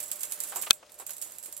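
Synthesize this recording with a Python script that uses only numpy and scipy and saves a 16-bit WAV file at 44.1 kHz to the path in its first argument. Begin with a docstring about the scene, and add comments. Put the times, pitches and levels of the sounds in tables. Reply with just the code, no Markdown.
"""A small metal bell jingles on the right: a ferret shoves a ball about in a wire cage indoors.
The pellet inside strikes and rolls, ringing the bell; shell and paws scuff the plastic tray.
One sharp, dry knock right by the microphone overloads it.
The room is quiet, with a faint throbbing hum."""
import sys
import numpy as np
from scipy import signal
from scipy.fft import rfft, irfft, next_fast_len
from scipy.io import wavfile

SR = 44100
rng = np.random.default_rng(int(sys.argv[2]) if len(sys.argv) > 2 else 0)


def dump(signal):
    """Clip the signal to [-1, 1] and save it as 16-bit WAV at the path in sys.argv[1]."""
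    limited = np.clip(np.atleast_2d(signal).T, -1, 1)
    pcm = np.round(limited * 32767).astype(np.int16)
    wavfile.write(sys.argv[1], SR, pcm)


N = 70560

# pellet strikes (time [s], level [dB])
STRIKES = [(.002, -28), (0.029, -32), (0.084, -40.5), (.115, -23), (0.132, -36), (.157, -35), (.207, -30.5),
           (0.215, -34.5), (.232, -22), (.252, -33.5), (.312, -33.5), (.321, -23.5), (.333, -35),
           (.403, -24.5), (0.436, -26.5), (0.495, -38.5), (.559, -25), (.566, -27.5), (0.614, -29.5),
           (.622, -25), (0.73, -31.5), (.919, -44), (.942, -44.5), (.988, -40.5), (.998, -37.5),
           (1.065, -30), (1.093, -34.5), (1.106, -30.5), (1.133, -38), (1.166, -38), (1.181, -36),
           (1.215, -30.5), (1.222, -27), (1.247, -39), (1.32, -39), (1.384, -34.5), (1.427, -38),
           (1.435, -36), (1.445, -38.5), (1.458, -33.5), (1.525, -33), (1.566, -33), (1.576, -35.5)]
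# pellet rolling (time [s], level [dB])
ROLLING = [(0, -37), (.07, -42.5), (.3, -42), (.44, -39.5), (.6, -40), (.69, -41), (.77, -87.5),
           (.9, -60.5), (.97, -60.5), (1.01, -43), (1.055, -66.5), (1.087, -46), (1.115, -41.5), (1.2, -55),
           (1.25, -43), (1.35, -47.5), (1.415, -55.5), (1.455, -45), (1.515, -49), (1.6, -59)]
# bell modes (frequency [Hz], gain [dB])
BELL_MODES = [(7010, -2.5), (7590, 5), (7680, 4), (7950, -0.5), (9000, 0.5), (9250, 3.5), (10130, -3.5),
              (10490, 1.5), (11240, 0.5), (11600, -6.5), (12400, -8), (14300, 0.5)]
# pellet click in the bell's metal shell (frequency [Hz], gain [dB])
CLICK_SPECTRUM = [(200, -32.5), (1200, -23), (3000, -17), (5000, -13.5), (6500, -5), (7600, -0.5),
                  (8400, 1), (10500, 3), (13500, 4.5), (15400, -8.5)]


def jingle():
    """Each pellet contact cracks, chatters in the shell and rings a new mix of the bell's modes."""
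    median_ticks_per_s, tick_db, tick_spread_db = 240, -4, 3
    ring_db, mode_spread_db, detune = -14.5, 4, .003
    t = np.arange(SR // 10) / SR
    hz, mode_db = np.transpose(BELL_MODES)
    decays = fade(t, t60_s=.13 * (hz[0] / hz[:, None]) ** 1.5)  # high modes die sooner
    crack = amp(7.5) * fade(t, t60_s=.014)
    chatter = amp(-7.5) * fade(t, t60_s=.038)
    click = (crack + chatter) * rise(t, tau_s=.001)
    gap_draw, level_draw = rng.standard_normal((1500, 2)).T
    ticks_s = np.cumsum(np.exp(gap_draw / 2)) / median_ticks_per_s
    ticks_db = np.interp(ticks_s, *np.transpose(ROLLING)) + tick_db + tick_spread_db * level_draw
    ticks = np.column_stack([ticks_s, ticks_db])[ticks_s < N / SR]
    mode_draws = rng.standard_normal((2000, 3, len(hz)))
    ring, click_power = np.zeros(N), np.zeros(N)
    for (start_s, db), (size, polarity, shift) in zip([*STRIKES, *ticks], mode_draws):
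        detuned_hz = hz * (1 + detune * shift * hz / hz[0])
        modes = np.sin(2 * np.pi * np.outer(detuned_hz, t)) * decays
        gains = amp(db + mode_db + mode_spread_db * size) * np.sign(polarity)
        add(ring, start_s, gains @ modes)
        add(click_power, start_s, (amp(db) * click) ** 2)
    return amp(ring_db) * ring + np.sqrt(click_power) * noise(CLICK_SPECTRUM, shared=.33)


def cage_reverb(dry):
    """Short tail of the cage's corner, redrawn every 25 ms as the ball moves."""
    wet_db, predelay_s, block = -6, .002, SR // 40
    t = np.arange(SR // 5) / SR
    wet = np.zeros((2, N))
    for i in range(0, N, block):
        tail = rng.standard_normal((2, len(t))) * fade(t, t60_s=.17) * (t > predelay_s)
        tail /= np.linalg.norm(tail[0])
        add(wet, i / SR, signal.fftconvolve(dry[:, i:i + block], tail, axes=1))
    return dry + amp(wet_db) * wet


# response of the far, left port (frequency [Hz], gain [dB])
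LEFT_SHADOW = [(300, -14), (5000, 3), (7200, -3), (9000, -9), (11000, -23.5), (13000, -36), (15500, -88)]


def from_right(stereo, lag_s=4e-5):
    """The ball lies to the right: the left port hears it later, with less treble."""
    left, right = stereo
    left = filtered(left, lambda hz: gain_at(LEFT_SHADOW, hz) * np.exp(-2j * np.pi * hz * lag_s))
    return np.array([left, right])


# a light tap, three grazes, the blow (time [s], level [dB], contact time [s])
KNOCKS = [(0.6356, -31, .0001), (0.7041, -19.5, 0.00016), (0.7054, -18, 0.00018), (0.7071, -21.5, .0001),
          (0.7082, 5.5, 0.000033)]
# plastic modes (frequency [Hz], left gain [dB], right gain [dB], t60 [s])
KNOCK_MODES = [(467, -12.5, -41, 0.0078), (1365, -12.5, -21, 0.012), (1612, -17.5, -47, 0.019),
               (2180, -26, -20, 0.012), (2558, -15, -59, 0.023), (3280, 1, -29, 0.0059),
               (3556, -5.5, -9, 0.0093), (3977, -18, -0.5, 0.0058), (4326, -4.5, -4, 0.0051),
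               (6080, 1, -18.5, 0.0061), (8200, -11, -23.5, 0.0025)]
# snap of the blow (frequency [Hz], gain [dB])
SNAP_SPECTRUM = [(40, 0.5), (300, -2.5), (900, -21.5), (2000, -6), (4000, -18), (8000, 6.5), (14000, 0)]


def knock():
    """Hard plastic struck too near for any room sound: a snap and quickly damped modes."""
    snap_db, snap_rise_s, snap_t60_s = -2.5, .0027, .0056
    t = np.arange(SR // 20) / SR
    ring = sum(amp([[left_db], [right_db]]) * np.cos(2 * np.pi * hz * t) * fade(t, t60_s)
               for hz, left_db, right_db, t60_s in KNOCK_MODES)
    out = np.zeros((2, N))
    for start_s, db, contact_s in KNOCKS:
        force = np.exp(-t / contact_s)  # longer contact, duller knock
        add(out, start_s, amp(db) * signal.fftconvolve(ring, force[None] / force.sum(), axes=1))
    since_blow_s = np.arange(N) / SR - KNOCKS[-1][0]
    snap = fade(abs(since_blow_s), np.where(since_blow_s < 0, snap_rise_s, snap_t60_s))
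    return out + amp(snap_db) * snap * noise(SNAP_SPECTRUM, shared=.28)


# ball and paws on the tray (time [s], level [dB], t60 [s], centre [Hz])
SCUFFS = [(.522, -38, 0.14, 970), (.558, -37, 0.2, 730), (.632, -38, 0.0626, 1970),
          (.665, -38, 0.084, 2400), (.669, -34.5, 0.059, 850), (.827, -44, 0.059, 710),
          (.864, -51, 0.027, 3520), (.894, -50.5, .03, 3180), (.997, -44, 0.12, 780),
          (1.019, -42.5, 0.058, 750), (1.092, -47, 0.11, 1840), (1.483, -52, .075, 443)]
# tray scuff, peak at 750 Hz (frequency [Hz], gain [dB])
TRAY_SPECTRUM = [(60, -30), (200, -14), (400, 3), (750, 7), (1250, 4), (1800, -5), (2800, -5.5),
                 (4500, -14.5), (12000, -27)]


def scuffs():
    """Short rubs on the plastic tray, from dull pads to bright claws."""
    t = np.arange(SR // 4) / SR
    out = np.zeros((2, N))
    for start_s, db, t60_s, centre_hz in SCUFFS:
        spectrum = np.array(TRAY_SPECTRUM) * [centre_hz / 750, 1]
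        friction = noise(spectrum, shared=.6)[:, :len(t)]
        add(out, start_s, amp(db) * rise(t, tau_s=.00091) * fade(t, t60_s) * friction)
    return out


# shell brushing the tray (frequency [Hz], gain [dB])
BRUSH_SPECTRUM = [(300, -11), (3200, -0.5), (7000, -2), (12000, -8.5)]


def shell_brush(gain_db=-5, db_per_strike_db=1.332):
    """The shell brushes the tray at each strike, far more at hard shoves."""
    t = np.arange(SR // 10) / SR
    stroke = rise(t, tau_s=.003) * fade(t, t60_s=.063)
    power = np.zeros(N)
    for start_s, db in STRIKES:
        add(power, start_s, (amp(db_per_strike_db * db + gain_db) * stroke) ** 2)
    return np.sqrt(power) * noise(BRUSH_SPECTRUM, shared=.47)


# shell dragging on the tray (frequency [Hz], gain [dB])
DRAG_SPECTRUM = [(100, -8.5), (450, -1), (3000, -4.5), (12000, -7)]


def shell_drag(gain_db=-10):
    """The shell rubs softly over the tray while the pellet rolls."""
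    rolling_db = np.interp(np.arange(N) / SR, *np.transpose(ROLLING))
    return amp(rolling_db + gain_db) * noise(DRAG_SPECTRUM, shared=.55)


# room noise (frequency [Hz], gain [dB])
AIR_SPECTRUM = [(25, 4.5), (300, -3.5), (600, 5), (900, 0), (2000, -6), (9000, -6.5), (13500, -34)]


def room_tone():
    """Soft room noise and an evenly throbbing, slowly fading hum, both slightly left."""
    hum_hz, hum_db, fade_db_per_s = 598, -62, 5
    throb_hz, throb_peak_s, throb_depth = 8.48, .035, .7
    t = np.arange(N) / SR
    throb = 1 + throb_depth * np.cos(2 * np.pi * throb_hz * (t - throb_peak_s))
    hum = amp(hum_db - fade_db_per_s * t) * unit_rms(throb * np.sin(2 * np.pi * hum_hz * t))
    air = amp(-60) * noise(AIR_SPECTRUM, shared=.7)
    return (air + hum) * amp([[1], [-1]])


def amp(db):
    """Decibels to gain."""
    return 10 ** (np.asarray(db) / 20)


def unit_rms(x):
    """Scales to rms 1."""
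    return x / np.sqrt(np.mean(x ** 2) + 1e-20)


def gain_at(spectrum, hz):
    """Linear gain of a dB spectrum, interpolated in log frequency."""
    points_hz, db = np.transpose(spectrum)
    return amp(np.interp(np.log(hz + 1), np.log(points_hz + 1), db))


def rise(t, tau_s):
    """Exponential attack."""
    return 1 - np.exp(-t / tau_s)


def fade(t, t60_s):
    """Falls 60 dB in t60_s."""
    return np.exp(-np.log(1000) * t / t60_s)


def filtered(x, response):
    """Applies response(hz) by FFT."""
    n = x.shape[-1]
    padded = next_fast_len(n + SR // 10)
    hz = np.fft.rfftfreq(padded, 1 / SR)
    return irfft(rfft(x, padded) * response(hz), padded)[..., :n]


def noise(spectrum, shared):
    """Coloured stereo noise, rms 1; shared is the power fraction common to both sides."""
    left, right, both = rng.standard_normal((3, N))
    pair = np.sqrt(1 - shared) * np.array([left, right]) + np.sqrt(shared) * both
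    return unit_rms(filtered(pair, lambda hz: gain_at(spectrum, hz)))


def add(track, start_s, sound):
    """Mixes sound into track from start_s."""
    part = track[..., round(start_s * SR):][..., :sound.shape[-1]]
    part += sound[..., :part.shape[-1]]


def scene():
    """All sources at the two microphone ports."""
    ball = from_right(cage_reverb(jingle()))
    return ball + shell_drag() + shell_brush() + scuffs() + knock() + room_tone()


def record(dry):
    """The microphone soft-clips the knock, thins the bass and cuts the top treble."""
    ceiling, low_cut_hz, top_hz = .95, 105, 15800
    clipped = dry / (1 + (dry / ceiling) ** 8) ** (1 / 8)
    return filtered(clipped, lambda hz: 1j * hz / (low_cut_hz + 1j * hz) * (hz < top_hz))


dry = scene()
out = record(dry)
dump(out)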